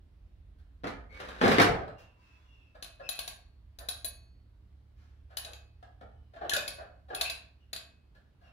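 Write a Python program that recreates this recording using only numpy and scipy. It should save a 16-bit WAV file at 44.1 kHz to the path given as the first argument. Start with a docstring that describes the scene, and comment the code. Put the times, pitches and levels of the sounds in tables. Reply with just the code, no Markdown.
"""Over a low outdoor rumble, iron bumps iron: an adjustable dumbbell is lowered into its cradle on a steel stand.
It bumps the spare plates, scrapes down between them and lands in a cluster of clunks; the plates rock to rest.
A hand then turns the weight dial at each end: sprung detents snap and ping, loose plates slip, a dial squeaks.
Blows and snaps are random scatters of clicks plus dying sines; squeaks and whistles are gliding tones.
Paving and nearby walls throw it all back; behind it lie air noise, thin whistles and a far idling engine."""
import sys
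import numpy as np
from scipy import signal
from scipy.fft import rfft, irfft
from scipy.io import wavfile
from scipy.ndimage import uniform_filter1d

SR = 44100
rng = np.random.default_rng(int(sys.argv[2]) if len(sys.argv) > 2 else 0)


def digitize_waveform(pressure):
    """Quantize a signal to 16-bit integers and store it at the path in sys.argv[1].

    Rows of a 2-D input are taken as channels; values are limited to [-1, 1].
    """
    field = np.atleast_2d(pressure).T
    bounded = np.clip(field, -1, 1)
    quanta = np.round(bounded * 32767).astype(np.int16)
    wavfile.write(sys.argv[1], SR, quanta)


N = 375732  # length of the scene, samples
T = np.arange(32768) / SR  # clock of one short sound, s


def amp(db):
    """Turns decibels into a gain."""
    return 10 ** (np.asarray(db) / 20)


def unit(x):
    """Scales to an energy of one."""
    return x / np.sqrt(np.sum(x ** 2) + 1e-20)


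def evened(x):
    """Scales to an rms of one."""
    return x / np.sqrt(np.mean(x ** 2) + 1e-20)


def read(points, hz):
    """Joins (Hz, value) points on a log-frequency axis."""
    f, value = np.transpose(points)
    return np.interp(np.log(hz + 1), np.log(f + 1), value)


def add(mix, s, sound):
    """Mixes a stereo sound in at time s."""
    part = mix[:, max(round(s * SR), 0):][:, :sound.shape[1]]
    part += sound[:, :part.shape[1]]


def through(x, response):
    """Convolution, cut to the length of one sound."""
    return signal.fftconvolve(x, response)[:len(T)]


def contact(colour, tilt_db=0, size=2048):
    """One causal click of the given spectrum; harder contacts tilt it upwards, in dB per octave."""
    hz = abs(np.fft.fftfreq(size, 1 / SR))
    gain_db = read(colour, hz) + tilt_db * np.log2((hz + 100) / 1000)
    log_gain = np.log(amp(np.maximum(gain_db, -90)))
    # minimum phase: all the energy comes as early as the spectrum allows
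    spectrum = np.exp(np.conj(signal.hilbert(log_gain)))
    return unit(np.fft.ifft(spectrum).real)


def ring(modes, spread=0.):
    """Dying sines of random sign; with spread, each blow lands on slightly different pitches."""
    hz, energy_db, t60 = np.transpose(modes)[:, :, None]
    hz = hz * (1 + spread * rng.standard_normal(hz.shape))
    sign = rng.choice([-1, 1], hz.shape)
    decay = amp(energy_db - 60 * T / t60) / np.sqrt(t60)  # equal energy for long and short modes
    return unit(np.sum(sign * decay * np.sin(2 * np.pi * hz * T), 0))


def chatter(decay_s, first, per_s):
    """A first touch, then a dying scatter of small rebounds."""
    touches = rng.standard_normal(len(T)) * (rng.random(len(T)) < per_s / SR)
    rebounds = touches * np.exp(-T / max(decay_s, 1e-4))
    return unit(unit(rebounds) + first * (T == 0))


def stroke(length, per_s, grip):
    """Slips of a short slide: they swell and fade as the surfaces catch and let go."""
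    u = T / max(length, 1e-3)
    slips = rng.standard_normal(len(T)) * (rng.random(len(T)) < per_s / SR)
    first_catch = grip * np.exp(-length / 0.014) * (T == 0)  # strongest in short slides
    return unit(unit(slips * u * np.exp(-2 * u)) + first_catch)


# likeness of the two ports in a diffuse field: pitch_hz, likeness (limited to 1)
PORT_LIKENESS = [(60, 1.05), (200, 0.68), (450, 0.42), (900, 0.04), (16000, 0)]


def stereo_noise(n, size=512):
    """Short-time spectra of a diffuse field at two ports: alike in the bass only."""
    hz, t, (a, b) = signal.stft(rng.standard_normal((2, n)), SR, nperseg=size)
    same = np.clip(read(PORT_LIKENESS, hz), -1, 1)[:, None]
    return hz[:, None], t, np.array([a, same * a + np.sqrt(1 - same ** 2) * b])


# reverberation between the walls: pitch_hz, t60_s
WALL_DECAY = [(100, .7), (250, .46), (600, .5), (1400, .48), (2700, .39), (5000, .33), (10000, .27),
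              (16000, .21)]
# two ways round the microphone body to the right port: delay_s, gain
RIGHT_PORT_WAYS = [(.00032, .65), (.00052, .5)]


def heard(dry, wet_db, left_db, build_s=0.001, ground=0.13, ground_s=0.0043):
    """The sound reaches the left port first, bounces off the paving and swells between the walls."""
    hz, t, z = stereo_noise(len(T))
    tail = signal.istft(z * amp(-60 * t / read(WALL_DECAY, hz)))[1][:, :len(T)]
    tail = tail * (1 - np.exp(-T / build_s))
    paths = amp(wet_db) * np.sqrt(2) * unit(tail)
    for side, ways, db in ((0, [(0, 1)], left_db), (1, RIGHT_PORT_WAYS, -left_db)):
        for delay, gain in ways:
            paths[side, round(delay * SR)] += gain * amp(db / 2)
            paths[side, round((ground_s + delay) * SR)] += gain * ground
    return signal.fftconvolve(dry[None], paths, axes=1)


# a blow chatters for CHATTER_S at FIRM_DB; lighter ones chatter longer, twice as long for every SKID_DB less
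CHATTER_S, FIRM_DB, SKID_DB = 0.0072, -19, 27.5
# blows of the dumbbell on plates and cradle: start_s, level_db (before the layer gain), bright_db_per_octave
BLOWS = [(.836, -40.5, -1.5), (0.842, -34.5, -1.5), (.871, -36.5, 1.5), (1.202, -39, 2), (1.287, -43, 2.5),
         (1.414, -22.5, -0.9), (1.438, -20.5, -2.5), (1.457, -21.5, -2), (1.479, -26.5, 3),
         (1.516, -23.5, 2), (1.584, -15, -1), (1.599, -15.5, 1.5), (1.616, -23.5, 5.5), (6.013, -57, -6.5)]
# colour of iron on iron: pitch_hz, density_db (per Hz, relative)
IRON_COLOUR = [(30, -28), (95, -21), (140, -9), (200, -2), (340, -4), (480, 1.5), (760, -7.5), (1000, -6),
               (1550, -4.5), (2900, -15.5), (4000, -18), (7500, -35), (12000, -39.5), (16000, -51.5)]
# modes of the steel stand: pitch_hz, energy_db (relative), t60_s
STAND_MODES = [(102, -4, .55), (200, -4, .22), (276, -1, .25), (440, 0, .26), (504, -3, .26),
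               (704, -4, .42), (751, -4, .36), (791, -2, .36), (871, -5, .32), (1207, -8, .3),
               (1522, -9, .2), (1695, -10, .2), (2243, -10, .28)]


def dumbbell(level_db=25, stand_db=-8, thud_db=-13, thud_hz=200):
    """Iron lands on the plates and cradle with a low thud, chatters, and sets the stand ringing."""
    out = np.zeros((2, N))
    for s, db, bright_db in BLOWS:
        decay_s = CHATTER_S * 2 ** ((FIRM_DB - db) / SKID_DB)
        blow = through(chatter(decay_s, first=0.48, per_s=3000), contact(IRON_COLOUR, bright_db))
        push = np.sin(2 * np.pi * thud_hz * T) * T * np.exp(-T / 0.0018)
        thud = amp(thud_db) * unit(np.gradient(push))
        # dull, heavy blows move the whole frame
        body = (thud + amp(stand_db) * ring(STAND_MODES)) * amp(-2 * bright_db)
        add(out, s, amp(db + level_db) * heard(blow + body, wet_db=1, left_db=2.0))
    return out


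# force of the scrape between the spare plates, harder once wedged in: time_s, level_db (before the layer gain)
SCRAPE_FORCE = [(1.1, -65.5), (1.19, -51), (1.405, -50.5), (1.44, -29.5), (1.53, -30.5), (1.58, -42)]


def slide(level_db=-3, bright_db=1.5, per_s=900):
    """Iron scrapes along the spare plates: a stream of small random contacts."""
    s, db = np.transpose(SCRAPE_FORCE)
    force = np.interp(np.arange(N) / SR, s, amp(db + level_db), left=0, right=0)
    touches = evened(rng.standard_normal(N) * (rng.random(N) < per_s / SR))
    scrape = signal.oaconvolve(force * touches, contact(IRON_COLOUR, bright_db))
    return heard(scrape, wet_db=1.5, left_db=2.5)[:, :N]


# the first rock, then how each later one is weaker (dB) and thinner (dB per octave)
ROCK_START_S, ROCK_EVERY_S, ROCK_LENGTH_S = 1.683, 0.065, 0.005
ROCK_DB, ROCK_FADE_DB, ROCK_BRIGHT_DB, ROCK_THINS_DB = -28.5, 5.5, -8.5, 3.5


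def rocking(count=4):
    """After the landing the plates rock to rest: rows of start_s, level_db, length_s, bright_db_per_octave."""
    rocks = []
    for k in range(count):
        level_db = ROCK_DB - k * ROCK_FADE_DB
        bright_db = ROCK_BRIGHT_DB + k * ROCK_THINS_DB
        rocks.append((ROCK_START_S + k * ROCK_EVERY_S, level_db, ROCK_LENGTH_S, bright_db))
    return rocks


# a shift of SHIFT_USUAL_DB has SHIFT_BRIGHT_DB per octave; heavier ones are duller by SHIFT_DULLS for every dB more
SHIFT_BRIGHT_DB, SHIFT_USUAL_DB, SHIFT_DULLS = 2, -47.5, 0.27
# loose plates shifting in their slots as the hand takes hold or lets go:
# start_s, level_db (before the layer gain), length_s (time scale of the swell and fade)
PLATE_SHIFTS = [(0.583, -71.5, .02), (2.747, -54, 0.013), (2.997, -47, .011), (3.792, -49.5, 0.026),
                (5.295, -55.5, 0.035), (5.449, -47.5, .025), (5.827, -50.5, 0.0036), (6.01, -54.5, .0044),
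                (6.335, -54.5, 0.013), (6.361, -48.5, .008), (6.41, -36.5, 0.021), (6.445, -40.5, .012),
                (6.561, -38.5, 0.018), (6.782, -45, .012), (6.802, -48, .012), (7.084, -54, .012),
                (7.102, -39.5, .01), (7.128, -40.5, .013), (8.148, -62, 0.014), (8.401, -60.5, 0.069)]
# colour of plates in the plastic cradle: pitch_hz, density_db (per Hz, relative)
CRADLE_COLOUR = [(100, -22.5), (220, -19.5), (380, -10.5), (560, -1.5), (720, 1.5), (930, -15.5),
                 (1250, -12.5), (1700, -9.5), (2050, -25.5), (4200, -31), (6000, -47.5), (15000, -60.5)]


def plates(level_db=25.0):
    """Loose plates stick and slip in the hollow plastic cradle."""
    out = np.zeros((2, N))
    shifts = []
    for s, db, length in PLATE_SHIFTS:
        shifts.append((s, db, length, SHIFT_BRIGHT_DB - SHIFT_DULLS * (db - SHIFT_USUAL_DB)))
    for s, db, length, bright_db in rocking() + shifts:
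        slips = through(stroke(length, per_s=4800, grip=0.45), contact(CRADLE_COLOUR, bright_db))
        add(out, s, amp(db + level_db) * heard(slips, wet_db=3.5, left_db=3.0))
    return out


# what a detent wakes in each dial, before the layer gains:
# housing_db (over the snap), low_handle_db (over the snap), high_handle_db (over the spring)
DIAL_ONE = (-11.5, -11.5, -10.5)
DIAL_TWO = (-14.5, -12, -16)


def dial_at(s, swap_s=4.8):
    """The dial that the hand is turning at time s: one end first, the other from swap_s."""
    return DIAL_ONE if s < swap_s else DIAL_TWO


# notches of the dials: start_s, snap_db, spring_db (both before the layer gains)
NOTCHES = [(2.8247, -32.5, -40.5), (2.8442, -38, -53), (3.0898, -25.5, -27.5), (3.1898, -26, -32),
           (3.2769, -29.5, -35.5), (3.7871, -38.5, -43), (3.8862, -25.5, -29), (4.0453, -30, -26.5),
           (5.3697, -25, -30), (5.4475, -34, -47), (5.533, -36.5, -59), (6.4947, -21, -36.5),
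           (6.5347, -19, -27), (6.5644, -20, -45.5), (6.678, -25, -34.5), (7.1474, -29, -32),
           (7.211, -15.5, -29.5), (7.2981, -25, -39.5), (7.7304, -27, -42), (7.7613, -30, -49)]
# colour of the snap: pitch_hz, density_db (per Hz, relative)
NOTCH_COLOUR = [(300, -33), (2000, -14), (2900, -8.5), (3400, -6.5), (4050, -2.5), (4600, -5.5),
                (5800, -14.5), (7000, -11), (7700, -20), (10000, -17), (12200, -17.5), (14000, -24),
                (16000, -46.5)]
# modes of the detent pawl: pitch_hz, energy_db (relative), t60_s
PAWL_MODES = [(3130, -6, 0.0033), (3864, 15, 0.012), (4014, 18.5, 0.021)]
# modes of the detent spring: pitch_hz, energy_db (relative), t60_s
SPRING_MODES = [(6950, -11, .025), (10380, -1, .05), (10500, 1, .07), (14060, -2, .05), (15500, -18, .03)]
# modes of the dial housing: pitch_hz, energy_db (relative), t60_s
HOUSING_MODES = [(680, 1, .03), (1120, -5, .035), (1580, 0, .022), (2400, -7, .01)]


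def dials(snap_db=15, pawl_db=12, spring_db=22, housing_db=20):
    """A sprung detent drops into each notch: a hard snap, a ping of steel and a knock in the housing."""
    out = np.zeros((2, N))
    for s, snap, spring in NOTCHES:
        housing, _, _ = dial_at(s)
        seating = 1 - np.exp(-T / 0.0013)  # the detent takes a moment to seat
        bounces = through(chatter(0.0033, first=0.1, per_s=8000), contact(NOTCH_COLOUR))
        click = amp(snap + snap_db) * unit(seating * bounces)
        pawl = amp(snap + pawl_db) * ring(PAWL_MODES, spread=0.0071)
        ping = amp(spring + spring_db) * ring(SPRING_MODES, spread=.002)
        knock = amp(snap + housing + housing_db) * ring(HOUSING_MODES, spread=0.012)
        add(out, s, heard(click + seating * (pawl + ping), wet_db=-1.0, left_db=5))
        add(out, s, heard(knock, wet_db=-1.5, left_db=0))
    return out


# long low mode of the handle: pitch_hz, energy_db (relative), t60_s
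HANDLE_LOW = [(2550, 0, .5)]
# long high modes of the handle: pitch_hz, energy_db (relative), t60_s
HANDLE_HIGH = [(4390, 0, .7), (6550, -8, .5)]


def handle(level_db=15):
    """The steel sings on faintly after each detent, in step with its strength."""
    out = np.zeros((2, N))
    for s, snap, spring in NOTCHES:
        _, low_db, high_db = dial_at(s)
        song = amp(snap + low_db) * ring(HANDLE_LOW) + amp(spring + high_db) * ring(HANDLE_HIGH)
        add(out, s, amp(level_db) * heard(song, wet_db=-8, left_db=0))
    return out


# squeaks of a dial: start_s, length_s, level_db, first_pitch_hz, last_pitch_hz (before the waver)
DIAL_SQUEAKS = [(3.022, 0.17, -48, 2650, 2520), (3.145, 0.08, -61, 3340, 3330),
                (6.511, 0.037, -27, 1798, 1420), (6.578, 0.017, -32.5, 2470, 2552),
                (7.155, 0.072, -42, 2570, 2580), (7.244, 0.035, -32.5, 2327, 2787)]
# faint thin whistles: start_s, length_s, level_db, first_pitch_hz, last_pitch_hz (before the waver)
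THIN_WHISTLES = [(1.09, 0.12, -58, 2147, 2310), (1.9, .78, -78, 1002, 1004),
                 (1.95, 0.18, -69.5, 2784, 2696), (2.19, 0.2, -68, 2696, 2570),
                 (2.45, .27, -69, 2845, 2594), (2.28, .4, -82.5, 3412, 3430),
                 (6.09, 0.26, -87.5, 3090, 2820), (7.6, 0.042, -73, 2920, 2777),
                 (8.43, 0.078, -67.5, 2840, 2685)]


def glides(rows, waver, wet_db, rough, octave_db):
    """Short unsteady tones that slide in pitch and flutter in strength."""
    out = np.zeros((2, N))
    for s, length, db, first_hz, last_hz in rows:
        u = np.minimum(T / length, 1)
        wobble, flutter = evened(uniform_filter1d(rng.standard_normal((2, len(T))), size=120))
        pitch_hz = (first_hz + (last_hz - first_hz) * u) * (1 + waver * wobble)
        phase = 2 * np.pi * np.cumsum(pitch_hz) / SR
        tone = np.sin(phase) + amp(octave_db) * np.sin(2 * phase)
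        swell = np.sqrt(np.sin(np.pi * u).clip(0))
        tone = tone * evened(1 + rough * flutter) * swell
        add(out, s, amp(db) * heard(tone, wet_db, left_db=1))
    return out


# trouser cloth and skin brushing: start_s, level_db (near the rms), length_s (time scale of the swell and fade)
BRUSHES = [(1.979, -62.5, 0.028), (2.148, -77.5, 0.26), (4.954, -77.5, 0.11)]
# colour of the brushing: pitch_hz, density_db (per Hz, relative)
BRUSH_COLOUR = [(300, -4), (1600, 6.5), (3500, -2.5), (6000, -6), (9000, -18), (15000, -16)]


def cloth():
    """Soft brushing: very many tiny slips."""
    out = np.zeros((2, N))
    for s, db, length in BRUSHES:
        brush = through(stroke(length, per_s=11000, grip=0), contact(BRUSH_COLOUR))
        strength = amp(db) * np.sqrt(length * SR)  # longer brushes hold more energy
        add(out, s, strength * heard(brush, wet_db=3, left_db=1))
    return out


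# colour of the air noise: pitch_hz, density_db (per Hz, relative)
AIR_COLOUR = [(59, -44.5), (100, -8), (143, -9.5), (249, -15), (277, -13), (315, -18.5), (558, -25.5),
              (621, -23.5), (691, -26.5), (1800, -32.5), (4200, -37.5), (6700, -49), (16000, -49)]
# colour of the rumble: pitch_hz, density_db (per Hz, relative)
RUMBLE_COLOUR = [(15, -33), (32, -10.5), (50, 6.5), (70, -0.5), (100, -12.5), (140, -31), (250, -46.5),
                 (600, -90)]
# swell of the outdoor rumble: time_s, level_db (before the layer gain)
RUMBLE_SWELL = [(0.0, -63), (0.47, -58), (1.75, -60), (2.13, -70.5), (4.17, -60.5), (4.45, -67.5),
                (7.22, -63), (7.53, -72), (8.5, -68.5)]
# swell of a distant engine idling: time_s, level_db (before the side balance)
ENGINE_SWELL = [(0, -76), (2.4, -63), (5.5, -55), (6.9, -59.5), (8.5, -64.5)]


def outdoors(air_db=-70, air_drift_db=1.1, idle_hz=72, upper_db=-6, rumble_db=7):
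    """Soft drifting air noise, a lumpy rumble and a far engine of two wavering tones."""
    t = np.arange(N) / SR
    hz, frames, z = stereo_noise(N, size=2048)
    drift = uniform_filter1d(rng.standard_normal(z.shape[1:]), size=20, axis=0)  # across pitch
    drift = evened(uniform_filter1d(drift, size=6, axis=1))  # across time
    air = signal.istft(z * amp(read(AIR_COLOUR, hz) + air_drift_db * drift))[1][:, :N]
    air = evened(air) * amp(air_db)

    hz, frames, z = stereo_noise(N, size=4096)
    rumble = evened(signal.istft(z * amp(read(RUMBLE_COLOUR, hz)))[1][:, :N])
    rumble = rumble * amp(np.interp(t, *np.transpose(RUMBLE_SWELL)) + rumble_db)

    wobble = np.interp(t, frames, rng.standard_normal(len(frames)))
    phase = 2 * np.pi * np.cumsum(idle_hz * (1 + 0.048 * wobble)) / SR
    idle = np.sin(phase) + amp(upper_db) * np.sin(3 * phase / 2)
    idle = idle * amp(np.interp(t, *np.transpose(ENGINE_SWELL)))
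    return air + (rumble + idle) * amp([[-.8], [.8]])  # a little stronger on the right


def scene():
    """Sums the dumbbell, its dials and the outdoor background."""
    squeaks = glides(DIAL_SQUEAKS, waver=.015, wet_db=-1, rough=.4, octave_db=-20)
    whistles = glides(THIN_WHISTLES, waver=.014, wet_db=3, rough=.6, octave_db=-20)
    return dumbbell() + slide() + plates() + dials() + handle() + squeaks + cloth() + whistles + outdoors()


# response of the right port, which loses the top of the treble: pitch_hz, gain_db
RIGHT_RESPONSE = [(10500, 1), (13500, -4), (16000, -4)]


def record(dry, low_hz=38, cut_hz=16000):
    """A small microphone that loses the deepest bass and is duller on the right, then the band limit."""
    left, right = signal.sosfilt(signal.butter(2, low_hz, "high", fs=SR, output="sos"), dry)
    right = irfft(rfft(right) * amp(read(RIGHT_RESPONSE, np.fft.rfftfreq(N, 1 / SR))), N)
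    band_limit = signal.firwin(255, cut_hz, window=("kaiser", 8), fs=SR)
    return signal.oaconvolve(np.array([left, right]), band_limit[None], "same")


dry = scene()
out = record(dry)
digitize_waveform(out)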